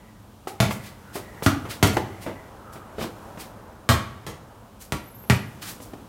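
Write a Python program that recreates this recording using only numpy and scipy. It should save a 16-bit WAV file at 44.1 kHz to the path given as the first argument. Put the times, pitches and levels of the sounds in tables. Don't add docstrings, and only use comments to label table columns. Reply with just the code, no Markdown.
import sys
import numpy as np
from scipy import signal
from scipy.fft import rfft, irfft
from scipy.io import wavfile
from scipy.ndimage import uniform_filter1d

SR = 44100
rng = np.random.default_rng(int(sys.argv[2]) if len(sys.argv) > 2 else 0)


def transcribe(signal):
    frames = np.atleast_2d(signal).T
    limited = np.clip(frames, -1, 1)
    pcm = np.round(limited * 32767).astype(np.int16)
    wavfile.write(sys.argv[1], SR, pcm)


N = 268128


def undb(db):
    return 10 ** (np.asarray(db) / 20)


def clock(seconds):
    return np.arange(int(seconds * SR)) / SR


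def unit(x):
    return x / np.sqrt(np.mean(x ** 2))


def bin_hz(size):
    return np.fft.rfftfreq(size, 1 / SR) + 1


def colour(x, points):
    hz, db = np.transpose(points)
    gain = undb(np.interp(np.log(bin_hz(len(x))), np.log(hz), db))
    return unit(irfft(rfft(x) * gain, len(x)))


def resonant(size, hz, q):
    f = bin_hz(size)
    response = 1 / (1 + 1j * q * (f / hz - hz / f))
    return unit(irfft(rfft(rng.standard_normal(size)) * response, size))


def butter(x, hz, kind, order):
    return signal.sosfilt(signal.butter(order, hz, kind, fs=SR, output="sos"), x)


def fade(t, t60):
    return np.exp(-np.log(1000) * t / t60)


def ring(t, modes, detune):
    out = 0
    for hz, db, t60 in modes:
        mode_hz = hz * (1 + detune * rng.standard_normal())
        out = out + undb(db) * fade(t, t60) * np.sin(2 * np.pi * mode_hz * t)
    return out


def walk(rate):
    hold = int(SR / rate)
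    steps = np.repeat(rng.standard_normal(N // hold + 1), hold)
    return 1.2 * uniform_filter1d(steps, hold)[:N]


def swell(peak_s, half_s):
    return np.exp(-((np.arange(N) / SR - peak_s) / half_s) ** 2)


def grains(size, spread_db):
    size_db = spread_db * np.minimum(rng.exponential(size=size), np.pi)
    return rng.standard_normal(size) * undb(size_db)


def add(track, s, x):
    i = max(int(s * SR), 0)
    track[i:i + len(x)] += x[:max(len(track) - i, 0)]


# frequency_hz, relative_level_db (per Hz)
RUMBLE_SPECTRUM = [(13, -56), (22, -92), (43, 0.5), (85, 0), (108, 4.5), (145, -8), (216, 1.5), (260, -8.5),
                   (294, -5.5), (420, -17), (550, -39), (920, -120)]
TRAFFIC_SPECTRUM = [(210, -6.5), (350, -5), (397, -4), (546, -2.5), (770, -4), (958, -4), (1530, -11.5),
                    (1830, -17), (2600, -27.5), (3380, -33), (5720, -120)]
HISS_SPECTRUM = [(1290, -33), (2200, -3), (2930, -0.5), (4780, -5.5), (5110, -5), (15200, -8.5),
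                 (16000, -13), (16500, -32)]
# peak_s, half_length_s, rise_db
BACKGROUND_SWELLS = [(1.7, 0.79, 6.5), (3.243, 0.3, 4.5), (5.715, 0.39, 5.5)]
RUMBLE_DB, TRAFFIC_DB, HISS_DB = -50.5, -55.5, -62
TRAFFIC_SWELL_SHARE = 0.83
CAR_PASSES_S, CAR_HALF_S, CAR_DB = 3.24, 0.71, -47


def neighbourhood():
    rise_db = sum(db * swell(s, half_s) for s, half_s, db in BACKGROUND_SWELLS)
    car = undb(CAR_DB) / np.hypot(1, (np.arange(N) / SR - CAR_PASSES_S) / CAR_HALF_S)
    road = np.hypot(undb(TRAFFIC_DB), car)
    rumble_gain = undb(RUMBLE_DB + rise_db + walk(12))
    rumble = rumble_gain * colour(rng.standard_normal(N), RUMBLE_SPECTRUM)
    traffic_gain = road * undb(TRAFFIC_SWELL_SHARE * rise_db + walk(5.6))
    traffic = traffic_gain * colour(rng.standard_normal(N), TRAFFIC_SPECTRUM)
    hiss = undb(HISS_DB + rise_db) * colour(rng.standard_normal(N), HISS_SPECTRUM)
    return rumble + traffic + hiss


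# peak_s, half_length_s, pitch_hz (at the peak), level_db
FAR_WHINES = [(.03, 0.15, 1980, -60.5), (.78, 0.18, 2070, -51.5), (1.11, 0.087, 1430, -52.5),
              (1.33, 0.18, 1910, -51.5), (2.29, 0.18, 2015, -51), (2.74, 0.12, 1270, -49)]
WHINE_SAG_HZ_PER_S = 350


def whine():
    t, out = np.arange(N) / SR, 0
    blur = colour(rng.standard_normal(N), [(60, 1.5), (140, -9), (400, -9.5), (1500, -70)])
    for s, half_s, hz, db in FAR_WHINES:
        phase = 2 * np.pi * np.cumsum(hz - WHINE_SAG_HZ_PER_S * (t - s)) / SR
        out = out + undb(db) * swell(s, half_s) * np.sqrt(2) * np.sin(phase)
    return blur * out


# band_hz, relative_level_db, t60_s
YARD_BANDS = [(61.5, -2.5, 0.42), (126, -6, 0.68), (285, 2, 0.34), (696, -1.5, 0.38), (1350, -4.5, 0.49),
              (3000, -2, 0.34), (6960, -2, 0.25), (14000, -1.5, 0.2)]
# delay_s (varied by up to 15 % on each blow), level_db
YARD_ECHOES = [(.0075, -12.5), (0.0138, -17.5), (0.032, -19), (.048, -19)]


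def yard(x):
    t = clock(1.2)
    f = bin_hz(len(t))
    energy = np.cumsum(np.abs(rfft(x, len(t))) ** 2)
    reach = 10 + .022 * f
    band_energy = np.interp(f + reach, f, energy) - np.interp(f - reach, f, energy)
    power = band_energy * (f[1] - f[0]) / (2 * reach)
    noise = rfft(unit(grains(len(t), spread_db=1.5))) * np.sqrt(np.abs(power))
    hz, db, t60 = np.transpose(YARD_BANDS)
    tail = 0
    for share, band_db, band_t60 in zip(np.eye(len(hz)), db, t60):
        band = irfft(noise * np.interp(np.log(f), np.log(hz), share), len(t))
        late = undb(-23.5) * fade(t, 3.33 * band_t60)
        envelope = (1 - fade(t, 0.09)) * (fade(t, band_t60) + late)
        tail = tail + undb(band_db) * band * envelope / np.linalg.norm(envelope)
    for delay, echo_db in YARD_ECHOES:
        add(tail, delay * rng.uniform(.85, 1.15), undb(echo_db) * x)
    return butter(tail, hz=53.3, kind="highpass", order=4)


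def pat(pop_hz, thud_db, snap_db, t60):
    t = clock(.25)
    pop = undb(-8.5) * resonant(len(t), pop_hz, q=3.3)
    pop = pop + undb(3.5) * ring(t, [(pop_hz, 0, .05), (0.466 * pop_hz, 0, .05)], detune=0.0043)
    thud_points = [(40, -15), (110, -3), (190, 0.0), (310, -1), (480, -4.5), (1200, -12), (6000, -63)]
    thud = undb(thud_db) * colour(rng.standard_normal(len(t)), thud_points)
    snap_points = [(300, -10), (1200, 8), (2700, 1), (5000, -11.5), (15000, -23)]
    snap = undb(snap_db) * colour(grains(len(t), spread_db=1.0), snap_points)
    return (pop + thud + snap) * fade(t, t60) * (1 - fade(t, 0.0042))


def in_yard(blows):
    out = np.zeros(N)
    for s, db, x in blows:
        add(out, s, undb(db) * x)
        add(out, s, undb(db - 4.0) * yard(x))
    return out


# start_s, level_db, cupped_air_hz, thud_db, snap_db
PALM_SLAPS = [(0.4717, -23.5, 802, -18, -10), (0.7084, -25, 1137, -14, 1), (1.4224, -30.5, 720, 7.5, -1),
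              (1.9678, -14.5, 768, -0.5, -4.5)]
PALM_T60_S = 0.068


def palms():
    return in_yard([(s, db, pat(hz, thud_db, snap_db, PALM_T60_S)) for s, db, hz, thud_db, snap_db in PALM_SLAPS])


# peak_s, rise_s, relative_level_db, rasp_db
SLIDES = [(0.48, .005, -39.5, -0.5), (0.729, 0.03, -37, -23), (0.872, 0.042, -46, 2.5),
          (1.16, 0.019, -35.5, -2), (1.439, 0.0097, -31, -5), (1.712, 0.015, -35, 2.5),
          (1.942, 0.015, -39, -21), (2.233, .019, -43.5, -1.5), (2.735, 0.0095, -46.5, -5),
          (3.031, 0.035, -39.5, 5.5), (3.411, 0.02, -39.5, 0), (4.823, 0.019, -42, -7),
          (5.626, 0.0084, -38, 2), (5.697, 0.036, -36, -3.5), (5.832, 0.02, -44.5, -15)]
SCUFF_FALL_S = 0.036


def scuffs():
    t, bright, coarse = np.arange(N) / SR, 0, 0
    for s, rise, db, rasp_db in SLIDES:
        before, after = np.minimum(t - s, 0), np.maximum(t - s, 0)
        pressure = undb(db) * np.exp(-(before / rise) ** 2 - after / SCUFF_FALL_S)
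        bright = bright + pressure
        coarse = coarse + undb(rasp_db) * pressure
    fine_points = [(500, -40), (2000, -20), (4500, -1.0), (8000, 1.5), (13000, 0.0), (16000, -4.0)]
    fine = colour(grains(N, spread_db=5.0), fine_points)
    rasp_points = [(100, -14), (400, -13.0), (1000, -6.5), (2300, -6.5), (5000, -10), (12000, -42)]
    rasp = colour(grains(N, spread_db=4.0), rasp_points)
    return undb(-2) * (bright * fine + coarse * rasp)


# mode_hz, relative_level_db, t60_s
AIR_MODES = [(950, 9, 0.2), (1135, 11.5, 0.25), (1207, -9, 0.54), (1280, 11.5, 0.16), (1383, 10, 0.28),
             (1700, -1, 0.39), (1840, -11, .35), (1925, 17, 0.1), (1960, -5, .6), (2280, 7, 0.28),
             (2930, -11, 1), (3320, -31, 0.38), (3860, -8, .25), (4880, 2, 0.13)]
# multiple_of_shell_hz, relative_level_db, t60_s
SHELL_MODES = [(.74, -32, 0.04), (0.999, 5, 0.068), (1.31, -6.5, 0.019), (1.75, -11.5, 0.028),
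               (2.2, -6.5, 0.052)]
# frequency_hz, relative_level_db (per Hz)
GRIT_SPECTRUM = [(150, 22.5), (500, 9), (1000, 5.5), (2200, 2), (3500, 0.5), (5500, -2), (9000, -4.5),
                 (14000, -8.5), (17000, -25)]


def bounce(thump_hz, thump_db, shell_hz, shell_db, slap_hz, slap_db, grit_db, air_db):
    t = clock(.6)
    u = t / .000045
    crack = -1.3 * u * np.exp(1 - u)
    thump_envelope = (1 - fade(t, 0.014)) * fade(t, 0.064)
    thump = -undb(-1.5 + thump_db) * np.sin(2 * np.pi * thump_hz * t) * thump_envelope
    shell_modes = [(shell_hz * k, db, t60) for k, db, t60 in SHELL_MODES]
    shell = undb(-18.5 + shell_db) * ring(t, shell_modes, detune=0.03)
    contact = 1 - fade(t, .006)
    rubber = resonant(len(t), slap_hz, q=6.1) * fade(t, 0.12)
    rubber = rubber + ring(t, [(slap_hz, 4, .03), (1.33 * slap_hz, 5, .028)], detune=0.029)
    slap = undb(-16.5 + slap_db) * rubber
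    grit = undb(-10.5 + grit_db) * colour(grains(len(t), spread_db=5.0), GRIT_SPECTRUM) * fade(t, 0.055)
    air = undb(-39.5 + air_db) * ring(t, AIR_MODES, detune=0.00087)
    return butter(crack + thump + shell + contact * (slap + grit + air), hz=56.8, kind="highpass", order=5)


# start_s, level_db, distance_m, thump_hz, relative thump_db, shell_hz, relative shell_db,
# slap_hz, relative slap_db, wall_echo_delay_s
BALL_BOUNCES = [(0.6024, -3.5, 6.7, 128, -3.5, 297, -0.5, 620, -7.5, 0.025),
                (1.4625, -4, 4.1, 100.4, -0.5, 280.5, 10, 1273, 2.5, .0185),
                (1.8277, 0, 7.2, 101, -2.5, 270, 1.5, 754, -12, .019),
                (3.8900, -4.5, 10.54, 114, -5, 243.5, 1, 1140, 5, .025),
                (4.2660, -22.5, 10.7, 135, -0.5, 253, -29, 1220, -1, .014),
                (4.9223, -9, 2.9, 129, -10, 277, -6.5, 1260, -11, 0.021),
                (5.2990, -1, 2, 118, -2.5, 207.5, -1, 1780, 0, 0.024)]
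NEAR_YARD_DB, YARD_DB_PER_M = -5, 0.8442
NEAR_GRIT_DB, GRIT_DB_PER_M = -.5, 0.6626
AIR_DB = 1
FENCE_S, FENCE_DB, FENCE_HZ = .009, -9, 338


def dribbling():
    out = np.zeros(N)
    for s, db, metres, *blow, wall_s in BALL_BOUNCES:
        x = undb(db) * bounce(*blow, NEAR_GRIT_DB + GRIT_DB_PER_M * metres, AIR_DB)
        add(x, FENCE_S, undb(FENCE_DB) * butter(x, hz=FENCE_HZ, kind="lowpass", order=1))
        add(out, s, x)
        add(out, s + wall_s, undb(-8.0) * butter(x, hz=1430, kind="lowpass", order=1))
        add(out, s, undb(NEAR_YARD_DB + YARD_DB_PER_M * metres) * yard(x))
    return out


# start_s, level_db, trapped_air_hz, t60_s
SHOE_LANDINGS = [(1.155, -30.5, 690, 0.2), (1.652, -32.5, 686, 0.15), (2.2633, -30.5, 576, 0.28),
                 (2.756, -39, 650, 0.16), (3.374, -32, 604, .07), (5.238, -42.5, 880, 0.07),
                 (5.801, -36.5, 544, 0.045), (5.9345, -31, 595, 0.038)]
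STEP_THUD_DB, STEP_SNAP_DB = 0, -7.5


def footsteps():
    return in_yard([(s, db, pat(hz, STEP_THUD_DB, STEP_SNAP_DB, t60)) for s, db, hz, t60 in SHOE_LANDINGS])


TICK_S, TICK_DB = 1.8736, -15


def tick():
    out, t = np.zeros(N), clock(.03)
    add(out, TICK_S, undb(TICK_DB) * resonant(len(t), hz=4000, q=0.52) * fade(t, 0.005))
    return out


HOOP_S, HOOP_GAP_S, HOOP_DB, HOOP_HZ = 2.982, .0275, -35.5, 620
HOOP_THUD_DB, HOOP_SNAP_DB, HOOP_T60_S = 9.5, -4, 0.12


def hoop_rattle():
    times = HOOP_S + HOOP_GAP_S * np.arange(3)
    return in_yard([(s, HOOP_DB, pat(HOOP_HZ, HOOP_THUD_DB, HOOP_SNAP_DB, HOOP_T60_S)) for s in times])


# multiple_of_pitch, peak_s, half_length_s, level_db (before the flutter)
WHISTLE_STRANDS = [(1, 5.23, .21, -50), (.87, 5.18, .2, -59), (1.07, 5.21, .06, -54),
                   (1.33, 5.48, .05, -58)]
WHISTLE_TOP_S, WHISTLE_TOP_HZ, WHISTLE_ARCH_HZ_PER_S2 = 5.205, 12670, 30000


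def whistle():
    t, out = np.arange(N) / SR, 0
    hz = np.maximum(WHISTLE_TOP_HZ - WHISTLE_ARCH_HZ_PER_S2 * (t - WHISTLE_TOP_S) ** 2, 0)
    for multiple, s, half_s, db in WHISTLE_STRANDS:
        flutter = undb(3 * walk(45)) * (1 + .45 * walk(170))
        waver = 1 + .0055 * walk(900) + .006 * walk(25)
        phase = 2 * np.pi * np.cumsum(multiple * hz * waver) / SR
        out = out + undb(db) * swell(s, half_s) * flutter * np.sin(phase)
    return out


def scene():
    background = neighbourhood() + whine()
    player = palms() + scuffs() + footsteps()
    ball = dribbling() + tick() + hoop_rattle()
    mid = background + player + ball + whistle()
    side = undb(-42.5) * np.diff(mid, prepend=0)
    return np.array([mid + side, mid - side])


TOP_HZ = 15900


def record(dry):
    x = butter(dry, hz=28, kind="highpass", order=2)
    x = x / (1 + (x / .88) ** 4) ** .25
    return signal.sosfilt(signal.ellip(8, .2, 70, TOP_HZ, fs=SR, output="sos"), x)


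dry = scene()
out = record(dry)
transcribe(out)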